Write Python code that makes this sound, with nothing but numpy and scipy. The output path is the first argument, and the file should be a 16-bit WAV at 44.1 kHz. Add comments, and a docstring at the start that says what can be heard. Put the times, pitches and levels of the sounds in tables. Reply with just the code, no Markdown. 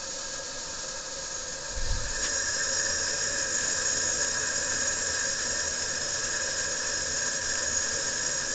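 """Air rushing through a bathtub faucet

In a tiled bathroom, air in the pipes makes a hollow roar, a hiss and breathy whistles at the valve.
Leftover water makes the stream sputter, and now and then a drop spits. We listen through a small
camera that starts at the window, swings round with a buffet on its microphone and stays by the spout."""
import sys
import numpy as np
from scipy import signal
from scipy.fft import rfft, irfft, next_fast_len
from scipy.io import wavfile
from scipy.ndimage import map_coordinates

SR = 44100
rng = np.random.default_rng(int(sys.argv[2]) if len(sys.argv) > 2 else 0)


def to_wav(sig):
    """Store sig (one row per channel, or 1-D mono) as 16-bit WAV at the path in sys.argv[1].

    Samples outside -1..1 are clipped; the rate is SR.
    """
    pcm = np.clip(np.atleast_2d(sig), -1, 1) * 32767
    pcm = np.round(pcm).astype(np.int16)
    wavfile.write(sys.argv[1], SR, pcm.T)  # frames by channels


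N = 376613


# notes of the air in the pipe: (pitch [Hz], width [Hz], window level [dB], tub level [dB])
PIPE_NOTES = [(914, 29, -69.5, -75.5), (972, 20, -72, -67), (1019.5, 22, -71.5, -71),
              (1108, 64, -79.5, -74), (1254, 30, -72.5, -71.5), (1303, 29, -72, -69),
              (1365, 31, -75, -72.5), (1486, 130, -79.5, -72), (1602, 37, -68, -58.5),
              (1642, 34, -66, -58.5), (1694, 73, -86, -60), (1770, 75, -79.5, -66), (1811, 31, -73, -61),
              (2483, 74, -91.5, -76), (2578, 62, -80.5, -76.5), (3840, 60, -78.5, -75.5),
              (4090, 24, -78.5, -75)]

def pipe_roar(sputter, flutter_db=1.0):
    """Rushing air keeps the pipe and spout ringing: a hollow, fluttering roar."""
    *_, roar_db, _ = balance()
    return ringing(PIPE_NOTES) * amp(roar_db + 0.29 * sputter + flutter_db * wobble(14))


# three groups of whistles: (pitch [Hz], width [Hz], level within the group [dB])
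LOW_NOTES = [(4834, 26, -1.5), (5180, 70, 0), (5225, 44, -3), (5275, 44, -4), (5400, 90, -5),
             (5690, 46, 1.5), (5745, 54, -.5)]
MAIN_NOTES = [(6230, 110, -16), (6438, 42, -12), (6620, 66, -6), (6696, 36, 1.7), (6758, 58, -4)]
HIGH_NOTES = [(7060, 100, -5), (7205, 66, 0), (7290, 70, -2), (7424, 66, 1), (8572, 62, -17),
              (8780, 110, -25)]
# moments when the main whistle catches and swells: (time [s], half length [s], rise [dB])
WHISTLE_SWELLS = [(1.4, .14, 5), (3.58, .14, 5), (3.89, .06, 5), (4.08, .15, 3.5), (6.68, .07, 1),
                  (7.18, .07, 3), (7.78, .12, 1.5)]

def valve_whistles(sputter):
    """Air whistles at the valve; the low group is shielded until the camera faces the spout."""
    t = np.arange(N) / SR
    low_db, main_db, high_db, *_ = balance()
    swell_db = sum(db * np.exp(-((t - s) / half) ** 2) for s, half, db in WHISTLE_SWELLS)
    shielded_db = -5 * (1 - nearness())
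    low = whistle(LOW_NOTES, low_db + shielded_db + 0.96, flutter_db=-0.05, waver_cents=1.19)
    main = whistle(MAIN_NOTES, main_db + swell_db + 2.3, flutter_db=1.0, waver_cents=1.3)
    high = whistle(HIGH_NOTES, high_db + 0.17, flutter_db=0.2, waver_cents=1.3)
    return (low + main + high) * amp(.5 * sputter)


def whistle(notes, level_db, flutter_db, waver_cents, drift_db=0.62, sag_cents_per_s=.9, in_tune_s=5):
    """One group of breathy notes that waver, flutter and sag in pitch as the pressure eases."""
    tone = unit(noise(peaks(notes)))
    cents = sag_cents_per_s * (in_tune_s - np.arange(N) / SR) + waver_cents * wobble(5)
    speed = 2 ** (cents / 1200)  # 1200 cents make an octave
    tone = map_coordinates(tone, [np.cumsum(speed)], order=3, mode="mirror")
    return tone * amp(level_db + drift_db * wobble(7) + flutter_db * wobble(30))


# tone of the hiss from two places: (frequency [Hz], level [dB])
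HISS_AT_WINDOW = [(20, -62.5), (50, -77.5), (110, -84.5), (300, -75.5), (560, -86.5), (790, -84),
                  (1200, -80.5), (2100, -86), (3100, -85), (4400, -75), (6600, -75.5), (7400, -80),
                  (8100, -95), (9000, -102)]
HISS_AT_TUB = [(20, -63), (45, -78.5), (190, -77), (400, -77), (790, -81), (1200, -79), (2100, -82),
               (3500, -80), (4600, -77), (6300, -73.5), (7500, -80.5), (8000, -86.5), (8350, -90),
               (8900, -102.5)]

def jet_hiss(sputter):
    """The jet of air makes a broad hiss that sputters with the stream."""
    return window_to_tub(slope(HISS_AT_WINDOW), slope(HISS_AT_TUB)) * amp(.7 * sputter)


# low notes of the room and tub: (pitch [Hz], width [Hz], window level [dB], tub level [dB])
ROOM_NOTES = [(78.6, 9.7, -70, -62), (91, 12, -78, -70), (132, 30, -83, -71.5), (154.3, 15, -72.5, -73.5),
              (239.8, 14, -79, -67), (268, 7.1, -69.5, -67), (327, 17, -87, -69), (447.2, 12, -75, -63),
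              (436, 24, -86, -69), (504, 21, -64.5, -65), (505, 14, -72.5, -64), (541, 17.4, -61, -59),
              (577.6, 13.8, -66.5, -61), (622, 17, -73.5, -68), (638, 18, -79.5, -74.5),
              (700, 40, -76.5, -75.5)]

def room_boom():
    """Sound bouncing to and fro in the room and the tub builds into a low boom."""
    *_, boom_db = balance()
    return amp(boom_db) * ringing(ROOM_NOTES)


# drops spitting in the spout: (time [s], level [dB])
DROPS = [(3.229, -30), (3.611, -32), (4.2483, -28.5), (5.138, -30), (5.392, -33), (7.195, -29.5),
         (7.555, -26)]

def spitting_drops(fade_s=0.011):
    """Each drop bursts in the stream with a tiny bright tick."""
    t = np.arange(N) / SR
    bursts = sum(amp(db - 60 * np.abs(t - s) / fade_s) * (t >= s) for s, db in DROPS)
    bright = slope([(500, -17), (2500, -2.0), (4000, 0), (7300, 1.5), (8200, -13), (9500, -25.0)])
    return bursts * unit(noise(bright))


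def spray(drops_per_s=260, level_db=-49):
    """Tiny droplets torn off by the jet make a fine crackle, heard only near the spout."""
    drops = (rng.random(N) < drops_per_s / SR) * rng.exponential(1, N)
    bright = slope([(600, -21), (2200, -1), (4000, -2.5), (7000, 4.0), (8200, -2.5), (9000, -26)])
    return unit(filtered(drops, bright)) * amp(level_db) * nearness()


# tone of the air pushing on the microphone: (frequency [Hz], relative level [dB])
BUFFET_TONE = [(8, -1), (20, 10), (40, 1.5), (75, -5), (130, -20.5), (250, -40), (600, -58), (2000, -91)]
# swishes of the swing: (time [s], half length [s], level [dB], centre [Hz], width [Hz])
SWISHES = [(1.905, 0.074, -40.5, 5000, 1700), (2.252, .025, -35.5, 3180, 4000)]

def camera_swing(start_s=1.68, fade_in_s=.06, peak_s=1.963, peak_db=-26, flap_db=-6):
    """The swing buffets the microphone: a rumble, a higher flap at its peak and two soft swishes."""
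    t = np.arange(N) / SR
    below_peak_db = np.maximum(41 * (peak_s - t), 57 * (t - peak_s))  # rise and fall in dB a second
    push = amp(peak_db - below_peak_db) * np.clip((t - start_s) / fade_in_s, 0, 1)
    buffet = push * unit(noise(slope(BUFFET_TONE)))
    flap = amp(flap_db) * push ** 2 / push.max() * unit(noise(peaks([(70, 59, 0)])))
    swishes = np.zeros(N)
    for s, half, db, hz, width in SWISHES:
        swell = amp(db) * np.exp(-((t - s) / half) ** 2)
        swishes += swell * unit(noise(peaks([(hz, width, 0)])))
    return buffet + flap + swishes


def tile_echoes(x, echo_db, near_change_db, fade_s=.24, above_hz=1700):
    """Tiles echo the treble; the pattern shifts as the camera moves, and weakens near the spout."""
    # 4.5 new echo patterns on the way to the tub, and .55 a second as the hand drifts
    travel = 4.5 * nearness() + .55 * np.arange(N) / SR
    t = np.arange(SR // 4) / SR
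    echoes = np.zeros(N)
    for step in range(int(travel.max()) + 2):
        tail = rng.standard_normal(len(t)) * amp(-60 * t / fade_s)
        presence = np.cos(np.pi / 2 * np.minimum(np.abs(travel - step), 1))
        echoes += presence * signal.oaconvolve(x, tail / np.linalg.norm(tail))[:N]
    echoes = filtered(echoes, lambda hz: hz ** 2 / (hz ** 2 + above_hz ** 2))
    share = amp(echo_db + near_change_db * nearness())
    return (x + share * echoes) / np.sqrt(1 + share ** 2)


# relative levels at the window, beside the handle, low over the spout and up by both handles:
# (arrives [s], leaves [s], low whistle [dB], main whistle [dB], high whistle [dB], roar [dB], boom [dB])
RESTING_PLACES = [(0, 2, -46, -44.5, -47.5, -.5, .5), (2.25, 3.05, -34, -36.8, -39, 0.7, -0.2),
                  (3.35, 5.14, -37.5, -36.5, -37, 1, 0.36), (5.35, 8.54, -37.5, -37.5, -41, 0.2, -.2)]

def balance():
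    """Sound spreads unevenly, so the five levels glide to a new mix at each place the camera rests."""
    return curves([(s, *levels) for arrives, leaves, *levels in RESTING_PLACES for s in (arrives, leaves)])


# the camera's path: (time [s], nearness to the tub [0-1])
CAMERA_PATH = [(1.2, 0), (2.03, 0.12), (2.25, 0.51), (2.9, 0.83), (3.3, 1), (8.54, 0.83)]

def nearness():
    """How far the camera has come: 0 at the window, 1 at the tub."""
    return curves(CAMERA_PATH)[0]


def window_to_tub(at_window, at_tub):
    """Noise whose tone passes from the window's to the tub's as the camera comes near."""
    near = nearness()
    return np.sqrt(1 - near) * noise(at_window) + np.sqrt(near) * noise(at_tub)


def ringing(notes):
    """The air stream keeps a set of notes ringing."""
    at_window = peaks([(hz, width, db) for hz, width, db, _ in notes])
    at_tub = peaks([(hz, width, db) for hz, width, _, db in notes])
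    return window_to_tub(at_window, at_tub)


def noise(shape):
    """Swirling air: white noise with a power of 1 per Hz, put through a tone shape."""
    return filtered(rng.standard_normal(N) * np.sqrt(SR / 2), shape)


def filtered(x, shape):
    """Turn each frequency of x up or down by a tone shape."""
    size = next_fast_len(N + SR // 2)
    return irfft(rfft(x, size) * shape(np.fft.rfftfreq(size, 1 / SR)), size)[:N]


def slope(points):
    """A tone shape that joins (frequency [Hz], level [dB]) points."""
    freqs, db = np.transpose(points)
    return lambda hz: amp(np.interp(np.log(hz + 1), np.log(freqs), db))


def peaks(notes):
    """A tone shape with a steep peak at each (pitch [Hz], width [Hz], level [dB])."""
    return lambda hz: np.sqrt(sum(amp(db) ** 2 / (1 + ((hz - pitch) / (0.68 * width)) ** 2) ** 2
                                  for pitch, width, db in notes))


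def curves(rows):
    """Join the rows over time: one curve for each column after the first."""
    times, *columns = np.transpose(rows)
    return [np.interp(np.arange(N) / SR, times, column) for column in columns]


def wobble(rate):
    """A smooth curve through `rate` random points a second."""
    return map_coordinates(rng.standard_normal(int(N * rate / SR) + 4), [np.arange(N) * rate / SR])


def amp(db):
    """Turn decibels into a volume factor."""
    return 10 ** (np.asarray(db) / 20)


def unit(x):
    """Scale to an average strength (rms) of 1."""
    return x / np.sqrt(np.mean(x ** 2) + 1e-20)


def scene():
    """Mix it all; water left in the pipe makes the hiss, roar and whistles sputter together."""
    sputter = 0.3 * wobble(9) + 1.1 * wobble(45) + 0.99 * wobble(170)
    rush = jet_hiss(sputter) + pipe_roar(sputter) + room_boom()
    rush = tile_echoes(rush, echo_db=-5.0, near_change_db=-4.5)
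    whistles = tile_echoes(valve_whistles(sputter), echo_db=-7.0, near_change_db=-12.0)
    return (rush + whistles + spray() + spitting_drops() + camera_swing())[None]


def record(dry):
    """The camera cuts off the highest treble."""
    top_hz = 9000
    return np.array([filtered(x, lambda hz: 1 / np.sqrt(1 + np.minimum(hz / top_hz, 2) ** 240))
                     for x in dry])


dry = scene()
out = record(dry)
to_wav(out)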